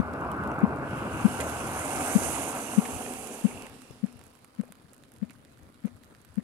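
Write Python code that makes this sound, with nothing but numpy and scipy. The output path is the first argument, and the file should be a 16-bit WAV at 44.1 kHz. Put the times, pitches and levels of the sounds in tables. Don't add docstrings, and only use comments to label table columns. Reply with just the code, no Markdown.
import sys
import numpy as np
from scipy import signal
from scipy.fft import rfft, irfft, next_fast_len
from scipy.io import wavfile
from scipy.ndimage import uniform_filter1d, map_coordinates

SR = 44100
rng = np.random.default_rng(int(sys.argv[2]) if len(sys.argv) > 2 else 0)


def rack_gain(trim_db):
    fader = np.asarray(trim_db, float)
    return 10 ** (fader / 20)


def persist_wave(psi):
    counts = np.round(np.clip(psi, -1, 1) * 32767).astype(np.int16)
    wavfile.write(sys.argv[1], SR, np.atleast_2d(counts).T)


N = 283563

# t/s, roar level/dB as it nears and leaves, spray level/dB as it comes into the open
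RUSH = [(0, -39, -75), (.3, -36.5, -70), (.52, -35.5, -69.5), (.6, -35, -74), (.81, -35, -70.5),
        (.91, -35, -59.5), (1.06, -34.5, -58), (1.3, -35.5, -46.5), (1.7, -37.5, -45), (2.08, -35.5, -38),
        (2.24, -35.5, -36.5), (2.59, -39.5, -42), (2.84, -40, -44), (3.06, -40.5, -44.5), (3.3, -46.5, -46),
        (3.56, -46, -53.5), (3.68, -50.5, -61.5), (3.83, -61.5, -64), (4.2, -58, -68), (4.5, -69, -65)]
# f/Hz, density/dB per Hz
SPRAY = [(3240, -35), (5500, -16), (5990, -1.5), (6610, -1), (10100, 3), (12700, -9), (15200, -32),
         (16000, -41)]
# f/Hz, correlation
RUSH_ALIKE = [(60, 0.85), (300, 0.98), (800, 0.87), (1200, 0.66), (2000, 0.85), (3000, 0.21), (9000, 0.45),
              (14000, .2)]
# f/Hz, level/dB
RUSH_BALANCE = [(60, 3), (110, 0.5), (200, 0), (380, -0.5), (700, 0.0), (1290, 2.5), (2380, -6.5),
                (4400, -14), (8120, -28.5), (15000, -22)]
# f/Hz, phase/rad
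RUSH_LEAD = [(400, 0.22), (1100, -0.97), (2000, -2), (3000, -1.5), (14000, -2.5)]
PORTS = RUSH_ALIKE, RUSH_BALANCE, RUSH_LEAD


def unit(x):
    return x / np.sqrt(np.mean(x ** 2) + 1e-20)


def along(points, hz):
    f, v = np.transpose(points)
    return np.interp(np.log(hz + 1), np.log(f + 1), v)


def curves(rows):
    s, *cols = np.transpose(rows)
    return [np.interp(np.arange(N) / SR, s, c) for c in cols]


def wobble(rate):
    knots = rng.standard_normal(int(N * rate / SR) + 4)
    return map_coordinates(knots, [np.arange(N) * rate / SR])


def sides(pan_db):
    left = rack_gain(pan_db)
    return 2 * np.array([left, np.ones_like(left)]) / (1 + left)


def add(out, s, sound):
    k = round(s * SR)
    part = sound[:, max(-k, 0):][:, :N - max(k, 0)]
    out[:, max(k, 0):max(k, 0) + part.shape[1]] += part


def band(x, lo_hz, hi_hz):
    return signal.sosfilt(signal.butter(2, [lo_hz, hi_hz], "bandpass", fs=SR, output="sos"), x)


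def rush(spectrum, alike, balance, lead, patchy_db, grain_db):
    grainy = rng.standard_normal((2, N)) * rack_gain(grain_db * wobble(450))
    z = signal.stft(grainy, nperseg=512)[2]
    field = uniform_filter1d(rng.standard_normal(z.shape[1:]), size=6, axis=0)
    field = uniform_filter1d(field, size=12, axis=1)
    pair = signal.istft(z * rack_gain(patchy_db * unit(field)), nperseg=512)[1][:, :N]
    m = next_fast_len(N + 8192)
    hz = np.fft.rfftfreq(m, 1 / SR)
    a, b = rfft(pair, m) * rack_gain(along(spectrum, hz))
    turn = np.arccos(np.clip(along(alike, hz), 0, 1)) / 2
    shared, own = a * np.cos(turn), b * np.sin(turn)
    shift = np.exp(.5j * along(lead, hz))
    ports = sides(along(balance, hz)) * [(shared + own) * shift, (shared - own) / shift]
    smooth = lambda v: uniform_filter1d(np.abs(v), size=999) + 1e-9
    ports *= smooth(a) / smooth(ports.mean(0))
    out = irfft(ports, m)[:, :N]
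    return out / np.std(out.mean(0))


def drizzle():
    # f/Hz, density/dB per Hz
    floor_colour = [(76, -11), (130, 1), (172, -4.5), (238, 2.5), (363, -6.5), (511, -8), (863, -14.5),
                    (1320, -14), (1490, -16), (2890, -23.5), (4880, -26), (5620, -32), (9870, -26.5),
                    (12800, -33), (16000, -39)]
    # f/Hz, correlation
    quiet_alike = [(60, 0.49), (130, 0.64), (290, 0.94), (640, 0.26), (1410, -1.3), (3100, 0.35),
                   (6820, 0.081), (15000, -0.11)]
    # f/Hz, level/dB
    quiet_balance = [(60, 6.0), (110, -3), (200, 5.5), (380, -1), (700, 2), (1290, 1), (2380, -2.5),
                     (4400, -12), (8120, -15.5), (15000, -10)]
    roar_db, spray_db = curves(RUSH)
    lift_db = 0.098 * (roar_db - roar_db[-1]) + np.clip(spray_db - spray_db[-1], 0, 7)
    level_db = -59 + lift_db + 0.44 * wobble(2.85) + .5 * wobble(25)
    noise = rush(floor_colour, quiet_alike, quiet_balance, RUSH_LEAD, patchy_db=1.5, grain_db=2.0)
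    return rack_gain(level_db) * noise


def hollow():
    # f/Hz, density/dB per Hz
    cavity = [(520, -34), (660, -10), (750, 2), (840, -12), (1050, -43)]
    # t/s, level/dB, half length/s
    cavity_swells = [
        (1.64, -47, .04),
        (1.772, -40, 0.049),
        (1.93, -49, .07),
        (2.062, -36.5, 0.063),
        (2.22, -46, 0.042),
        (2.292, -40, 0.027),
        (2.52, -47.5, .08),
        (2.85, -46.5, 0.065),
        (2.97, -46.5, .05),
        (3.205, -49, .1),
    ]
    now = np.arange(N) / SR
    swells = sum(rack_gain(db) * np.exp(-((now - s) / half) ** 2) for s, db, half in cavity_swells)
    return swells * rush(cavity, *PORTS, patchy_db=-1.0, grain_db=2.8)


def rumble():
    # f/Hz, density/dB per Hz
    low_colour = [(12, -54), (20, -46), (43, -13), (63, -9), (75, 4), (170, -9), (220, -27), (370, -120)]
    # t/s, level/dB, half length/s
    puff_times = [(0, -36, 0.018), (2.297, -46, 0.097), (2.743, -60, 0.046), (2.952, -51, 0.033),
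                  (3.17, -62, 0.089), (3.3, -64, .06), (3.55, -56, 0.043), (3.72, -55.5, 0.031),
                  (3.92, -62, .05), (4.188, -65, 0.074), (4.71, -82, .12), (5.245, -66.5, 0.12),
                  (5.52, -72, .05), (5.63, -63, 0.057), (6.1, -68, 0.074), (6.27, -68, .05),
                  (.49, -46, .03), (1.4, -52, 0.041), (3.066, -53, 0.034), (2.0, -48.5, 0.057),
                  (1.15, -45, .03), (5.374, -66, .04), (5.78, -67, 0.051), (5.943, -57, 0.041),
                  (6.43, -62, 0.11)]
    now = np.arange(N) / SR
    far = rack_gain(np.maximum(-48 - 18.5 * np.clip(now - 1.94, 0, None), -73))
    puffs = sum(rack_gain(db) * np.exp(-((now - s) / half) ** 2) for s, db, half in puff_times)
    lumps = rack_gain(3.0 + 1.7 * wobble(12)) * np.hypot(far, puffs * sides(18)[:, None])
    alike, balance, lead = [(30, 0.14), (100, 0.94)], [(60, 0)], [(60, 0.0053)]
    return lumps * rush(low_colour, alike, balance, lead, patchy_db=-0.5, grain_db=1.5)


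def plinks():
    # t/s, peak level/dB, pitch f/Hz
    ringing = [(.133, -54, 4600), (.5165, -45, 6000), (.595, -52, 6500), (.317, -43, 3000),
               (.438, -49, 3300), (.516, -38, 2600), (2.856, -32, 1800), (2.86, -33, 2500),
               (3.061, -35, 2750), (2.966, -39, 3000), (2.852, -32, 2230), (5.297, -51, 2500),
               (5.31, -52, 2200), (3.285, -42, 2500), (3.513, -35, 2260), (4.170, -55, 2500),
               (4.390, -57, 2200), (4.6536, -53, 1600), (4.677, -56, 2300), (4.8566, -52, 1700),
               (4.8945, -51, 4220), (4.980, -58, 2600), (5.342, -53, 1090), (5.352, -51, 1540),
               (5.482, -55, 2000), (5.591, -52, 1900), (5.972, -56, 1210), (6.308, -56, 1420),
               (6.403, -48, 1860)]
    # t/s, peak level/dB, pitch f/Hz
    heavy = [(0.478, -26, 700), (0.617, -20, 816), (0.646, -28, 864), (0.735, -25, 746), (0.82, -27, 1080),
             (0.852, -28, 880), (1.148, -25, 773), (1.311, -20, 713), (1.344, -22, 783), (1.398, -21, 1530),
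             (1.478, -35.5, 633), (1.87, -27, 719), (2.041, -40, 716), (2.077, -16, 773), (2.176, -34, 689),
             (2.686, -31, 692), (2.911, -33, 711), (3.334, -38, 1040), (3.438, -38, 657), (3.563, -53, 694)]
    out, t = np.zeros((2, N)), np.arange(SR // 30) / SR
    for s, db, hz in ringing:
        decay = rack_gain(-60 * t * hz / 22)
        note = np.sin(2 * np.pi * hz * t) * decay * (1 - np.exp(-t * hz * 1.5))
        add(out, s, rack_gain(db + 1.5) * sides(-5)[:, None] * note)
    for s, db, hz in heavy:
        knock = np.sin(2 * np.pi * hz * t) * rack_gain(-60 * t * hz / 13.0)
        add(out, s, rack_gain(db - 8.0) * sides(1.5)[:, None] * knock)
    return out


def steps():
    # t/s, peak level/dB, pitch f/Hz, left over right level/dB
    contacts = [(0.48, -27, 297, 8), (1.396, -18, 467, -4), (2.859, -24, 700, 13), (3.07, -37, 280, -0.5),
                (3.64, -32, 252, 14), (3.903, -34.5, 130, 20), (3.907, -33, 433, 12), (4.067, -38, 213, 10),
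                (4.154, -39, 118, 24), (4.209, -46, 118, 7), (4.635, -30.5, 500, 2.5),
                (4.637, -41, 1140, 0), (4.69, -40, 660, 3), (4.72, -42, 560, 4), (4.701, -37.5, 190, 16),
                (4.845, -40, 150, 12), (4.924, -42.5, 514, 1.0), (5.24, -47, 188, 12.5),
                (5.299, -37, 243, 2.5), (5.874, -33.5, 468, 2.5), (5.877, -46, 1200, 0),
                (5.949, -38, 111, 10)]
    # t/s, length/s, dull level/dB, bright level/dB
    scuffs = [(0, 0.019, -48, -64), (1.168, .035, -70, -51.5), (1.663, .014, -55, -45),
              (5.96, .02, -75, -70), (1.398, 0.019, -38.5, -44), (1.403, 0.027, -38, -48),
              (2.856, 0.011, -43, -62), (3.061, 0.0076, -36.5, -57), (3.647, 0.044, -52.5, -68),
              (4.059, 0.049, -58, -76), (4.243, 0.047, -83, -70), (4.628, 0.03, -61, -75),
              (4.588, .025, -65, -80), (5.218, .022, -65, -80), (5.842, .015, -62, -82),
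              (6.374, .025, -65, -80), (5.293, 0.037, -58, -75), (5.302, 0.06, -72, -69),
              (5.24, 0.029, -64, -76), (5.856, 0.045, -59, -66.5), (6.358, .05, -72, -81)]
    # f/Hz, density/dB per Hz
    dull_grit = [(200, -14), (600, 2), (1300, -3.5), (2400, -4), (3300, -14), (4500, -17), (6500, -24),
                 (9000, -40)]
    out, t = np.zeros((2, N)), np.arange(SR // 12) / SR
    for s, db, hz, pan_db in contacts:
        decay = rack_gain(-60 * t * hz / 9)
        pat = np.sin(2 * np.pi * hz * t) * decay * (1 - np.exp(-t * hz * 3))
        add(out, s, rack_gain(db - 2.5) * sides(pan_db)[:, None] * pat)
    grit = np.array([rush(colour, *PORTS, patchy_db=2, grain_db=5) for colour in (dull_grit, SPRAY)])
    now = np.arange(N) / SR
    press = np.zeros((2, N))
    for s, length, *db in scuffs:
        press += rack_gain(db)[:, None] * np.sin(np.pi * np.clip((now - s) / length, 0, 1) ** .55)
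    return out + (press[:, None] * grit).sum(0)


def right_drops():
    # t/s, peak level/dB, body level/dB, body f/Hz
    near = [(.1367, -47, 4, 1310), (.3158, -39, -4, 1480), (.4376, -43, -1, 1370), (1.6697, -37, 2, 1300),
            (2.8538, -39, 4, 2250), (2.9107, -33, -7, 1290), (3.1365, -28, -7, 2280),
            (3.6217, -36, 0, 2730), (3.6661, -39.5, 4.5, 2690), (3.697, -44.5, 2, 1320),
            (4.0627, -46, 0, 1410), (4.1924, -42.5, -3, 1270), (4.2128, -45, 0.5, 1580),
            (4.4454, -40, -3.5, 1280), (4.6112, -44, -1, 1500), (4.722, -38.5, -5.5, 1480),
            (4.7533, -51, 2, 1500), (4.9384, -53, 3, 1730), (5.0358, -48.5, 2, 1770),
            (5.1182, -47, -2, 1430), (5.162, -48, -2, 1950), (5.2964, -58, 12.5, 2420),
            (5.3066, -43, 0, 1500), (5.449, -50, 2.5, 1740), (5.573, -52, 4, 1420), (5.7433, -51, 1, 1450),
            (6.0348, -50, 5, 2020), (6.1485, -50.5, 5, 1800), (6.2477, -48, 0, 1450),
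            (6.356, -46, -3, 1400)]
    # t/s, peak level/dB
    lighter = [(.2112, -45), (.4748, -43), (.5157, -50), (.5892, -43), (.7612, -47), (1.174, -42),
               (1.496, -28), (1.7459, -35), (3.0604, -39), (3.2714, -30), (3.8183, -41), (3.91, -43.5),
               (4.1265, -44), (4.2388, -43), (4.2657, -46), (4.2784, -51), (4.352, -46), (4.5496, -51),
               (4.821, -51), (4.9328, -42), (4.9444, -47), (4.9641, -49), (5.138, -49), (5.1836, -52),
               (5.5228, -51), (5.5824, -54), (5.8564, -45), (6.0442, -48), (6.2155, -48), (6.2503, -50),
               (.1216, -56), (.1326, -50), (.2044, -52), (.2484, -53), (.3655, -50), (.5432, -49),
                (.6044, -49), (.67, -54), (.68, -54), (.7705, -52), (.7871, -51), (4.2574, -54),
                (4.3011, -53), (4.335, -53), (4.3604, -54), (4.3894, -53), (4.6528, -51), (4.6718, -57),
                (4.68, -55), (4.7124, -55), (4.8264, -55), (4.9794, -51), (5.0244, -56), (5.1704, -53),
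                (5.3514, -56), (5.4814, -59), (5.5904, -54), (5.6315, -51), (5.7244, -60), (5.8032, -52),
                (5.9894, -60), (6.0514, -52), (6.1014, -58), (6.3076, -57), (6.342, -53), (6.3684, -58),
                (6.4024, -60)]
    out, t = np.zeros((2, N)), np.arange(SR // 70) / SR
    to_peak = lambda v: v / np.abs(v).max(-1, keepdims=True)
    faint = rng.random((round(10 * N / SR), 2)) * [N / SR, 3] + [0, -67]
    light = np.vstack([lighter, faint])
    vary = rng.standard_normal((len(light), 2))
    body_dbs, body_hzs = -10 + 3 * vary[:, 0], 1450 * np.exp(.12 * vary[:, 1])
    every = np.vstack([near, np.c_[light, body_dbs, body_hzs]])
    burst = rack_gain(-60 * t / 0.0031) + 0.14 * rack_gain(-60 * t / 0.028)
    hiss = rng.standard_normal((len(every), 2, len(t))) * burst
    splats = to_peak(band(band(hiss[:, 0], 6700, 12300), 4500, 14500))
    fizzes = to_peak(band(hiss[:, 1], 700, 4200))
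    for (s, db, body_db, hz), splat, fizz in zip(every, splats, fizzes):
        body = np.sin(2 * np.pi * hz * t) * rack_gain(-60 * t / 0.0078) + 1.23 * fizz
        add(out, s + 0.00036, rack_gain(db) * sides(-25)[:, None] * splat)
        add(out, s + 0.000966, rack_gain(db + body_db - 2.5) * sides(-12)[:, None] * body)
    return out


def fine_drops():
    when, size, sign = rng.random((round(110 * N / SR), 3)).T
    clicks = rack_gain(-56.5 + 13.0 * size ** 3) * np.sign(sign - .5)
    fine = np.bincount((when * N).astype(int), clicks, N)
    return band(band(fine, 2500, 11500), 1500, 13000) * sides(-16)[:, None]


def left_drops():
    # t/s, peak level/dB, pitch f/Hz, body level/dB
    housing_drops = [
        (1.5, -52, 9500, -17),
        (2.25, -41.5, 7000, -10),
        (2.89, -40, 8500, -4),
        (4.17, -38, 11000, -9),
        (4.784, -51, 11000, -13),
        (5.04, -56, 7500, -6),
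        (5.392, -48, 10500, -10),
        (5.98, -60, 11000, -10),
    ]
    out, t = np.zeros((2, N)), np.arange(SR // 70) / SR
    for s, db, hz, body_db in housing_drops:
        tick = np.sin(2 * np.pi * hz * t) + rack_gain(body_db) * np.sin(2 * np.pi * 2200 * t)
        add(out, s, rack_gain(db - 60 * t / 0.0022) * (1 - np.exp(-t / .0001)) * tick * [[1], [.2]])
    return out


def sprung_mass():
    # t/s, level/dB
    swing_times = [(-.0036, -6), (0.6384, -5.5), (1.255, -4), (2.1607, -5), (2.785, -5), (3.452, -7),
                   (4.0404, -13), (4.5987, -15.5), (5.229, -16.5), (5.852, -15.5), (6.3818, -14)]
    out = np.zeros((2, N))
    t = np.arange(-SR // 50, SR // 4) / SR
    bell = lambda s, width: np.exp(-.5 * ((t - s) / width) ** 2)
    tone = lambda hz, s: np.cos(2 * np.pi * hz * (t - s))
    started = np.clip((t + .013) / .002, 0, 1)
    swing = .95 * started * bell(.0019, .0059) * tone(207, .0022)
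    knock = -.09 * bell(0.00066, .0022) * tone(480, 0) + 0.038 * bell(0.0163, 0.0015) * tone(550, 0)
    late = np.clip(t - .013, 0, None)
    swell = 1 - np.exp(-late / .004)
    free = -.17 * swell * rack_gain(-60 * late / 0.037) * tone(196, .0206)
    drift = np.cumsum(rng.standard_normal(len(t))) / 90
    shell = 0.042 * swell * rack_gain(-60 * late / .5) * np.sin(2 * np.pi * 240 * late + drift)
    tick = lambda s: (t > s) * rack_gain(-60 * np.abs(t - s) / 0.0012) * np.sin(2 * np.pi * 1700 * (t - s))
    ticks = band(0.092 * tick(-0.014) + 0.24 * tick(0) + 0.099 * tick(0.015), 460, 3100)
    sound = swing + knock + free + shell
    for s, db in swing_times:
        add(out, s + t[0], (rack_gain(db) * sound + rack_gain(.4 * db - 8) * ticks) * [[1], [.004]])
    return out


def roar(gust):
    # f/Hz, density/dB per Hz
    coming = [(76, -25), (130, -2), (155, -5.5), (284, -1), (371, -7), (590, -7), (1200, -8.5), (1520, -10),
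              (1810, -28.5), (2100, -27.5), (2730, -32), (4620, -120)]
    abreast = [(76, -37), (130, -11.5), (182, -11.5), (274, -1), (362, -8.5), (590, -6.5), (728, -5),
               (1550, -13.5), (1830, -24), (2100, -19.5), (2730, -28), (4620, -120)]
    leaving = [(76, -39), (130, -15), (178, -11), (244, 5.5), (322, -7), (431, 0), (597, -7.5), (737, -4),
               (1590, -17), (2100, -29), (2730, -74), (4620, -120)]
    # t/s, power share of coming, of abreast, of leaving
    stages = [
        (0, 1, 0, 0),
        (1.3, 1, 0, 0),
        (1.9, 0, 1, 0),
        (2.5, 0, 1, 0),
        (3.0, 0, 0, 1),
    ]
    roar_db, _ = curves(RUSH)
    noise = np.zeros((2, N))
    for share, colour in zip(curves(stages), (coming, abreast, leaving)):
        noise += np.sqrt(share) * rush(colour, *PORTS, patchy_db=1.5, grain_db=1.5)
    return rack_gain(roar_db + 1.5 + gust + 0.63 * wobble(23.71)) * noise


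def wash(gust):
    # f/Hz, density/dB per Hz
    wash_colour = [(1060, -34), (1800, -13), (2000, -13), (2170, -4.5), (2390, -2.5), (2760, 2),
                   (3400, -12), (4420, -52), (7480, -120)]
    roar_db, spray_db = curves(RUSH)
    knee_db, soft_db = -59, 3.5
    under = soft_db * np.logaddexp(0, (knee_db - spray_db) / soft_db)
    wash_db = -48 - under + 0.14 * (spray_db - spray_db.max()) + 0.34 * (roar_db - roar_db.max())
    level = rack_gain(wash_db - 0.5 + gust + 0.5 * wobble(25.45))
    return level * rush(wash_colour, *PORTS, patchy_db=1.6, grain_db=2.0)


def mist(gust):
    # f/Hz, density/dB per Hz
    mist_colour = [(2800, -11.5), (3300, -2), (4300, -3.5), (5600, -2), (6600, -30)]
    now = np.arange(N) / SR
    _, spray_db = curves(RUSH)
    mist_db = -49.5 + 0.72 * (spray_db - spray_db.max()) - 1.67 * now
    haze = rack_gain(-69.5) * np.clip(now - 1.5, 0, 1)
    level = np.hypot(rack_gain(mist_db), haze) * rack_gain(1.5 + gust + 0.48 * wobble(30.4))
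    return level * rush(mist_colour, *PORTS, patchy_db=0.6, grain_db=0.8)


def spray(gust):
    _, spray_db = curves(RUSH)
    level = rack_gain(spray_db - 0.5 + 0.77 * gust + 0.74 * wobble(39.77))
    return level * rush(SPRAY, *PORTS, patchy_db=1.27, grain_db=1.5)


def passing():
    gust = .5 * wobble(4.21) + 0.15 * wobble(13)
    gone = np.clip((4.6 - np.arange(N) / SR) / 0.77, 0, 1)
    return gone * (roar(gust) + wash(gust) + mist(gust) + spray(gust))


def scene():
    background = drizzle() + hollow() + rumble()
    rain = plinks() + right_drops() + fine_drops() + left_drops()
    return background + rain + steps() + sprung_mass() + passing()


def low_pass(x):
    return signal.sosfilt(signal.butter(12, 16460, fs=SR, output="sos"), x)


def record(dry):
    opened = dry * np.clip(np.arange(N) / (.0004 * SR), 0, 1)
    m = next_fast_len(N + 4096)
    passed = np.fft.rfftfreq(m, 1 / SR) < 15830
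    kept = irfft(rfft(opened, m) * passed, m)[:, :N]
    return low_pass(kept)


dry = scene()
out = record(dry)
persist_wave(out)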